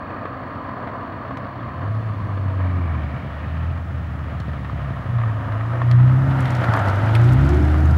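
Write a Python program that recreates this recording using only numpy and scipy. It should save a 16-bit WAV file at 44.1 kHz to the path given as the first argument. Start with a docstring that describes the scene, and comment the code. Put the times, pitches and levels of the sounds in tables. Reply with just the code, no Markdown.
"""Night, country road. Crickets and tree frogs trill; a V6 sports car creeps up, blipping its throttle.
Its pipes boom on the firing rate and its octave, uneven firings burble, pulse fronts growl,
the engine bay clatters. By 4 s the car is nearer and the wildlife has stopped.
The car turns, with knocks from underneath, and from about 6 s passes close:
the pipes rasp, the tyres hiss, grit snaps under the tread."""
import sys
import numpy as np
from scipy import signal
from scipy.fft import rfft, irfft, next_fast_len
from scipy.io import wavfile
from scipy.ndimage import uniform_filter1d, minimum_filter1d

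SR = 44100
rng = np.random.default_rng(int(sys.argv[2]) if len(sys.argv) > 2 else 0)


def put_to_file(sound):
    """Save the sound as 16-bit audio at rate SR, in the file named by the first command-line argument."""
    columns = np.atleast_2d(sound).T  # one column per channel
    safe = np.clip(columns, -1, 1)
    whole_steps = np.round(safe * 32767)
    wavfile.write(sys.argv[1], SR, whole_steps.astype(np.int16))


N = 351477
T = np.arange(N) / SR

# night air spectrum [f/Hz, level/dB]
AIR_SPECTRUM = [(15, -13.5), (30, -7), (60, 8.5), (150, 3), (500, -9.5), (2000, -25), (6000, -51.5),
                (15000, -51.5)]
# first cricket's trill [t/s, level/dB]
CRICKET_LEVEL = [(0, -65.5), (1.5, -66.5), (2.65, -68.5), (3.0, -89)]
# second cricket's chirps [t/s, level/dB]
CRICKET_CHIRPS = [(.45, -68), (1.01, -66), (1.6, -58), (2.15, -61)]
# tree frog trills [start/s, end/s, f/Hz, pulse rate/Hz, level/dB]
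FROG_TRILLS = [(0, .31, 2470, 31, -56.5), (2.556, 3.3, 2261, 36, -51), (3.36, 3.737, 2540, 32, -56.5)]

# tread hiss spectrum [f/Hz, level/dB]
HISS_SPECTRUM = [(3000, -5), (5000, 2.5), (7000, -1.5), (8500, -6), (10000, -5.5), (12500, -6.5),
                 (14000, -13.5), (16000, -27)]
# loudest stone snaps [t/s, peak/dB, f/Hz]
STONE_SNAPS = [(1.372, -29, 3000), (4.401, -33, 3300), (5.913, -23, 3000), (6.405, -34, 8000),
               (6.455, -21, 3000), (6.505, -31, 5000), (6.55, -28, 4200), (6.642, -26, 3500),
               (6.737, -28, 4000), (6.764, -34, 10000), (6.884, -23, 3200), (7.151, -19, 2400),
               (7.154, -29, 8000), (7.289, -26, 2800), (7.333, -36, 9000), (7.491, -30, 5000),
               (7.857, -36, 7000)]
# underbody knocks [t/s, peak/dB]
KNOCK_HITS = [(.888, -24), (4.697, -20), (5.185, -18.5), (5.216, -23), (5.236, -18.5), (5.61, -21),
              (5.816, -19), (6.641, -16), (6.685, -13), (6.737, -13), (6.751, -12), (6.772, -15),
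              (6.798, -12), (7.742, -17)]
# underbody and panel resonances [f/Hz, width/Hz, gain/dB]
UNDERBODY_MODES = [(720, 200, -8), (1150, 300, 1), (1650, 500, -8), (3000, 1200, -25)]
PANEL_MODES = [(670, 4.9, -6), (929, 18, -6.5), (1294, 150, -19.5), (1863, 140, -8.5), (2900, 150, -12)]

# engine bay clatter spectrum by side heard [f/Hz, gain/dB]
CLATTER_HEAD_ON = [(60, -24), (200, -11), (370, -11.5), (470, -4.5), (690, -1), (880, -10), (1000, -0.5),
                   (1200, 0.5), (1390, -11.5), (1680, -8.5), (2050, -22.5), (2800, -37.5), (5000, -65.5)]
CLATTER_TURNING = [(60, -23), (200, 2.5), (380, -21.5), (520, -4), (670, 0.5), (810, -8), (1000, -4.5),
                   (1250, -1), (1480, -8.5), (1850, -9), (2150, -23.5), (2800, -29), (5000, -57.5)]
CLATTER_ALONGSIDE = [(60, -42), (200, 3), (450, -3.5), (600, 5.5), (760, 5), (930, 3.5), (1080, -2),
                     (1370, 5), (1650, -3), (2050, -13.5), (2700, -56.5), (5000, -50)]
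# belt and intake rush spectrum [f/Hz, gain/dB]
RUSH_SPECTRUM = [(1400, -9), (2200, 5), (2650, -0.5), (3050, -0.5), (3700, -6), (4400, -11), (5200, -19),
                 (7000, -41), (12000, -49.5)]
# engine bay envelopes [t/s, level/dB]
CLATTER_LEVEL = [(0, -32.5), (.9, -31.5), (2, -36), (3.2, -35.5), (3.85, -39.5), (4.6, -38), (5.5, -33),
                 (6.15, -32), (6.55, -27.5), (6.78, -24), (7, -27), (7.97, -31.5)]
BELT_INTAKE_LEVEL = [(0, -55.5), (2.6, -53.5), (3.38, -49.5), (3.85, -54), (4.6, -51), (5.55, -52),
                     (5.9, -49.5), (6.25, -49), (6.45, -41), (7.25, -41), (7.97, -45.5)]

# engine firing rate [t/s, f/Hz]
FIRING_RATE = [(0, 66.93), (1.45, 65.8), (1.62, 55.8), (1.88, 104), (2.02, 112), (2.15, 102.8),
               (2.78, 88.22), (3, 76.24), (3.25, 71.32), (3.72, 84.1), (4.1, 76), (4.4, 75.5), (5, 66.04),
               (5.33, 53.46), (5.55, 52.93), (5.75, 60.08), (5.95, 60.57), (6.3, 68.1), (6.65, 59.58),
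               (6.9, 47.92), (7.2, 58.17), (7.6, 75.04), (7.97, 78.32)]
# six cylinders in firing order [level/dB]
CYLINDER_DB = [5, -1, 1.3, 0.2, 3, -1]
# pipe resonances: low, heard from ahead, heard towards the tailpipes [f/Hz, width/Hz, gain/dB]
PIPE_BURBLE_MODES = [(97.2, 43.6, 8), (121.1, 24.4, 6), (160.1, 20.6, 0.5), (183.3, 19.4, -4.5)]
PIPE_GROWL_MODES = [(267.4, 66.7, 3.3)]
PIPE_RASP_MODES = [(298.7, 59, 0), (352, 42, 0)]
# exhaust envelopes [t/s, level/dB]
BURBLE_LEVEL = [(0, -38), (1.5, -33.5), (2.4, -29.5), (4.3, -29), (4.9, -27.5), (5.25, -28.5), (5.8, -36),
                (6.25, -23), (6.85, -25.5), (7.1, -26), (7.5, -20), (7.97, -21)]
GROWL_LEVEL = [(0, -38.5), (1.4, -37.5), (2.2, -41.5), (2.9, -34.5), (3.2, -43), (4.3, -43), (5, -50),
               (5.3, -42), (5.8, -38), (6.3, -30), (6.8, -41), (7.55, -22), (7.97, -33.5)]
# gas flow harmonics; 1.5 comes from the two unequal banks [f/firing rate]
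FLOW_MULTIPLES = [1, 1.5, 2, 3]
# strength of each harmonic [level/dB]
FLOW_DB = [-0.5, -19, 1.5, -8]
# pipe response, booming at about 70-135 Hz [f/Hz, gain/dB]
PIPE_RESPONSE = [(50, -20.5), (60, -27.5), (67, -8.5), (72, -2), (78, -0.5), (102, 3), (114, 2),
                 (123, -1.5), (135, -1.5), (150, -13.5), (195, -16.5), (230, -22)]
# throttle blips (+) and lifts (-) [centre t/s, half-length/s, boom gain/dB]
THROTTLE_MOVES = [(1.644, 0.059, 10.5), (1.73, .03, -4), (1.927, 0.19, 7), (2.765, 0.43, 9.5),
                  (3.208, 0.091, -13), (3.65, 0.15, 7), (4.816, 0.063, 3), (5.02, .06, -4),
                  (5.16, 0.063, 8.5), (5.28, .04, 3), (5.438, 0.047, -5), (5.996, .15, 11),
                  (6.871, 0.14, -5.5), (7.31, .17, 11)]
# approach and turn [t/s, boom base level/dB, bass tilt/(dB/octave), tyre hiss level/dB]
CAR_APPROACH = [(0, -47, 3, -76), (1.6, -43, 0.5, -74), (1.95, -34, 2.5, -69), (4.7, -28, -0.5, -66),
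                (5.55, -26, 9, -64.5), (6.15, -17, -7.5, -60.5), (6.42, -18, -8, -58), (7.2, -22, 4, -56.5),
                (7.97, -21.5, 8.5, -56.5)]


def undb(db):
    """Decibels to gain."""
    return 10 ** (np.asarray(db) / 20)


def curves(table):
    """Each value column of a time table, per sample."""
    times_s, *columns = np.transpose(table)
    return [np.interp(T, times_s, column) for column in columns]


def unit(x):
    """Scale to rms 1."""
    return x / np.sqrt(np.mean(x ** 2))


def steady(x):
    """Hold the rms near 1 over about 1/3 s."""
    size = SR // 4
    return x / np.sqrt(uniform_filter1d(uniform_filter1d(x ** 2, size), size) + 1e-18)


def response_db(f_hz, outline):
    """Read an [f/Hz, gain/dB] outline on a log frequency axis."""
    hz, db = np.transpose(outline)
    return np.interp(np.log(f_hz), np.log(hz), db)


def colour(x, outline):
    """Filter by an outline; rms 1."""
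    size = next_fast_len(N)
    f_hz = np.maximum(np.arange(size // 2 + 1) * SR / size, 1)
    return unit(irfft(rfft(x, size) * undb(response_db(f_hz, outline)), size)[:N])


def band(x, hz, width_hz, order=1):
    """One resonance, applied order times."""
    b, a = signal.iirpeak(min(hz, SR / 2.3), hz / width_hz, fs=SR)
    for _ in range(order):
        x = signal.lfilter(b, a, x)
    return x


def ring(x, modes, order=1):
    """Resonances in parallel."""
    return sum(undb(db) * band(x, hz, width_hz, order) for hz, width_hz, db in modes)


def walk(rate_hz):
    """Smooth random wander; rms 1."""
    size = int(SR / rate_hz)
    held = np.repeat(rng.standard_normal(N // size + 1), size)
    return unit(uniform_filter1d(uniform_filter1d(held, size), size)[:N])


def fade(x, decay_s):
    """Exponential tail on each impulse."""
    return signal.lfilter([1], [1, -np.exp(-1 / (decay_s * SR))], x)


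def impulses(at, sizes):
    """Impulses at the given samples."""
    return np.bincount(np.clip(at, 0, N - 1).astype(int), sizes, N)


def add(out, start_s, peak_db, sound):
    """Mix in a short sound."""
    start = int(start_s * SR)
    out[start:start + len(sound)] += (undb(peak_db) * sound / abs(sound).max())[:N - start]


def night_air():
    """Steady low noise."""
    return undb(-47.5) * colour(rng.standard_normal(N), AIR_SPECTRUM)


def trill(rate_hz, pitch_hz, glide, duty, rasp):
    """Train of short tones; glide and rasp are fractions of the pitch; rms 1."""
    cycles = np.cumsum(rate_hz * (1 + .012 * walk(12))) / SR
    stroke = np.minimum(cycles % 1 / duty, 1)
    hz = pitch_hz * (1 + glide * (stroke - .5) + rasp * walk(980))
    return unit(np.sin(np.pi * stroke) * np.sin(2 * np.pi * np.cumsum(hz) / SR))


def crickets():
    """One cricket's wing strokes sag in pitch; another chirps softly."""
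    strokes = trill(rate_hz=43.9, pitch_hz=4380, glide=-.11, duty=.8, rasp=.018)
    out = undb(curves(CRICKET_LEVEL)[0]) * strokes
    whistle = unit(band(rng.standard_normal(N), hz=3450, width_hz=70, order=2))
    for centre_s, db in CRICKET_CHIRPS:
        out += undb(db) * np.exp(-((T - centre_s) / .018) ** 2) * whistle
    return out


def tree_frogs():
    """Short trills; each pulse rises in pitch."""
    out = np.zeros(N)
    for start_s, end_s, pitch_hz, rate_hz, db in FROG_TRILLS:
        swell = np.interp(T, [start_s, start_s + .041, end_s - .02, end_s], [0, 1, 1, 0])
        out += undb(db) * swell * trill(rate_hz, pitch_hz, glide=.16, duty=.42, rasp=.005)
    return out


def tyre_hiss(nearness):
    """Tread hiss with fine crackling grit."""
    grains = rng.random(N) < 330 / SR
    grain_db = 3.1 * np.minimum(rng.exponential(size=N), 4)
    crackle = unit(fade(grains * undb(grain_db), decay_s=.00042) * rng.standard_normal(N))
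    _, _, hiss_db = curves(CAR_APPROACH)
    return undb(hiss_db) * colour(rng.standard_normal(N) + nearness * crackle, HISS_SPECTRUM)


def pebbles(from_s=6.37, rate_hz=16, peak_db=-36, spread_db=3, ring_hz=4200):
    """Random small stones once the tyres are close [t/s, peak/dB, f/Hz]."""
    span_s = T[-1] - from_s
    return [(from_s + when * span_s, peak_db + spread_db * (2 * size - 1), ring_hz * 2 ** (pitch - .5))
            for when, size, pitch in rng.random((int(rate_hz * span_s), 3))]


def stones(nearness):
    """Stones crack, crumbs skitter, the tread pops; the sharp edge carries best close by."""
    out, t = np.zeros(N), T[:SR // 10]
    for start_s, peak_db, hz in STONE_SNAPS + pebbles():
        crumbs = (rng.random(len(t)) < 900 / SR) * np.exp(-t / .008)
        crack = np.exp(-t / .0026) + .25 * np.exp(-t / .012)
        snap = (crack + .7 * crumbs) * rng.standard_normal(len(t))
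        body = band(snap, hz, width_hz=.8 * hz, order=2)
        edge = np.interp(start_s, T, nearness) * band(snap, hz=7400, width_hz=6600, order=2)
        pop = band(snap, hz=2100, width_hz=1900, order=3)
        add(out, start_s, peak_db, body + .18 * edge + 1.5 * pop)
    return out


def knocks():
    """Metal under the car: hard contact and brief chatter, muffled by the body."""
    out, t = np.zeros(N), T[:SR // 20]
    muffle = signal.butter(4, 3000, fs=SR, output="sos")
    contact = 12 * (t == 0)
    for start_s, peak_db in KNOCK_HITS:
        chatter = np.exp(-t / .0035) * rng.standard_normal(len(t))
        metal = ring(contact + chatter, UNDERBODY_MODES, order=2)
        add(out, start_s, peak_db, signal.sosfilt(muffle, metal))
    return out


def firing_samples(phase):
    """One firing per whole turn of phase."""
    return np.flatnonzero(np.diff(np.floor(phase)))


def firings(phase, scatter_db, jitter_s):
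    """Sample and strength of each firing: cylinder pattern plus chance."""
    at = firing_samples(phase)
    level_noise, time_noise = rng.standard_normal((len(at), 2)).T
    sizes = undb(np.resize(CYLINDER_DB, len(at)) + scatter_db * level_noise)
    return at + jitter_s * SR * time_noise, sizes


def engine_bay(phase):
    """Valve gear rattles the panels per firing, partly repeating per cycle; belts and intake rush."""
    hits = impulses(*firings(phase, scatter_db=7, jitter_s=.0026))
    beat = unit(fade(hits, decay_s=.0068))
    cycle_noise = rng.standard_normal(4096)
    cycle_position = phase / len(CYLINDER_DB) % 1
    repeating = cycle_noise[(cycle_position * len(cycle_noise)).astype(int)]
    rattle = unit((rng.standard_normal(N) + .37 * repeating) * (1 + .24 * beat))
    rattle += ring(rattle, PANEL_MODES)
    sides = (CLATTER_HEAD_ON, CLATTER_TURNING, CLATTER_ALONGSIDE)
    facing = np.interp(T, [2.4, 3.8, 5.6, 6.6], [0, 1.32, .48, 2])  # crossfade index into sides
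    clatter = sum(np.maximum(1 - abs(facing - k), 0) * colour(rattle, side)
                  for k, side in enumerate(sides))
    clatter_db = curves(CLATTER_LEVEL)[0] + .63 * walk(17)
    rush = undb(curves(BELT_INTAKE_LEVEL)[0]) * colour(rattle, RUSH_SPECTRUM)
    return undb(clatter_db) * clatter + rush


def tailpipe_jet():
    """Turbulent rumble, rising as the car nears."""
    level_db = np.interp(T, [1.5, 2.2, 5, 7.5], [-66, -58.5, -54.5, -53])
    return undb(level_db) * unit(band(rng.standard_normal(N), hz=40, width_hz=50, order=2))


def exhaust_growl(phase):
    """Sharp pulse fronts ring the pipes: hollow head-on, rasping side-on."""
    pulses = steady(impulses(*firings(phase, scatter_db=1, jitter_s=.0001)))
    clarity = np.interp(T, [1.5, 2.6, 6], [.04, .65, .95])  # pulses arrive scattered from afar
    puffs = np.sqrt(clarity) * pulses + np.sqrt(1 - clarity) * rng.standard_normal(N)
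    hollow_db = np.interp(T, [2.9, 3.5], [3, -16])
    rasp_db = np.interp(T, [2.9, 4.2, 5, 5.6, 6.5, 7.3], [-7.5, -21, -21.5, -3, -4, 1.5])
    hollow = undb(hollow_db) * band(puffs, hz=232, width_hz=47, order=3)
    rasp = undb(rasp_db) * ring(puffs, PIPE_RASP_MODES, order=3)
    growl = ring(puffs, PIPE_GROWL_MODES, order=3)
    return undb(curves(GROWL_LEVEL)[0]) * steady(growl + hollow + rasp)


def exhaust_burble(phase):
    """The unevenness of the firings rings the low pipe modes."""
    at, sizes = firings(phase, scatter_db=1.8, jitter_s=.0005)
    even = impulses(firing_samples(phase), np.full(len(at), sizes.mean()))
    uneven = impulses(at, sizes) - 1.064 * even
    level_db = curves(BURBLE_LEVEL)[0] + .8 * walk(8.7)
    return undb(level_db) * steady(ring(uneven, PIPE_BURBLE_MODES, order=2))


def throttle_db():
    """Each blip or lift is a smooth bump or dip in the boom."""
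    return sum(db * np.exp(-((T - centre_s) / half_s) ** 2) for centre_s, half_s, db in THROTTLE_MOVES)


def exhaust_boom(phase, firing_hz):
    """Mean gas flow harmonics swell in turn as the revs carry them through the pipe resonance."""
    base_db, tilt_db_per_octave, _ = curves(CAR_APPROACH)
    drive_db = base_db + throttle_db()
    out = np.zeros(N)
    for multiple, harmonic_db in zip(FLOW_MULTIPLES, FLOW_DB):
        pipe_db = response_db(multiple * firing_hz, PIPE_RESPONSE)
        tilt_db = tilt_db_per_octave * np.log2(2 / multiple)
        level_db = drive_db + harmonic_db + pipe_db + tilt_db + .42 * walk(18)
        out += undb(level_db) * np.sin(2 * np.pi * multiple * phase)
    return np.sqrt(2) * out


def scene():
    """Quiet night plus car; mono."""
    firing_hz = curves(FIRING_RATE)[0]
    phase = np.cumsum(firing_hz) / SR  # counts firings
    nearness = np.interp(T, [6.2, 6.4], [.2, .7])
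    night = night_air() + crickets() + tree_frogs()
    chassis = tyre_hiss(nearness) + stones(nearness) + knocks() + engine_bay(phase)
    exhaust = tailpipe_jet() + exhaust_growl(phase) + exhaust_burble(phase)
    exhaust += exhaust_boom(phase, firing_hz)
    return (night + chassis + exhaust)[None]


def record(dry):
    """Limiter on the loudest booms, faint electronic whine, top cut."""
    ceiling, limiter_s, whine_hz, top_hz = .57, .015, 15669, 15800
    size = int(limiter_s * SR)
    needed_gain = ceiling / np.maximum(abs(dry), ceiling)
    gain = uniform_filter1d(minimum_filter1d(needed_gain, 2 * size), size)
    whine = undb(-80.5) * np.sin(2 * np.pi * whine_hz * T)
    lowpass = signal.ellip(8, .2, 70, top_hz, fs=SR, output="sos")
    return signal.sosfilt(lowpass, gain * dry + whine)


dry = scene()
out = record(dry)
put_to_file(out)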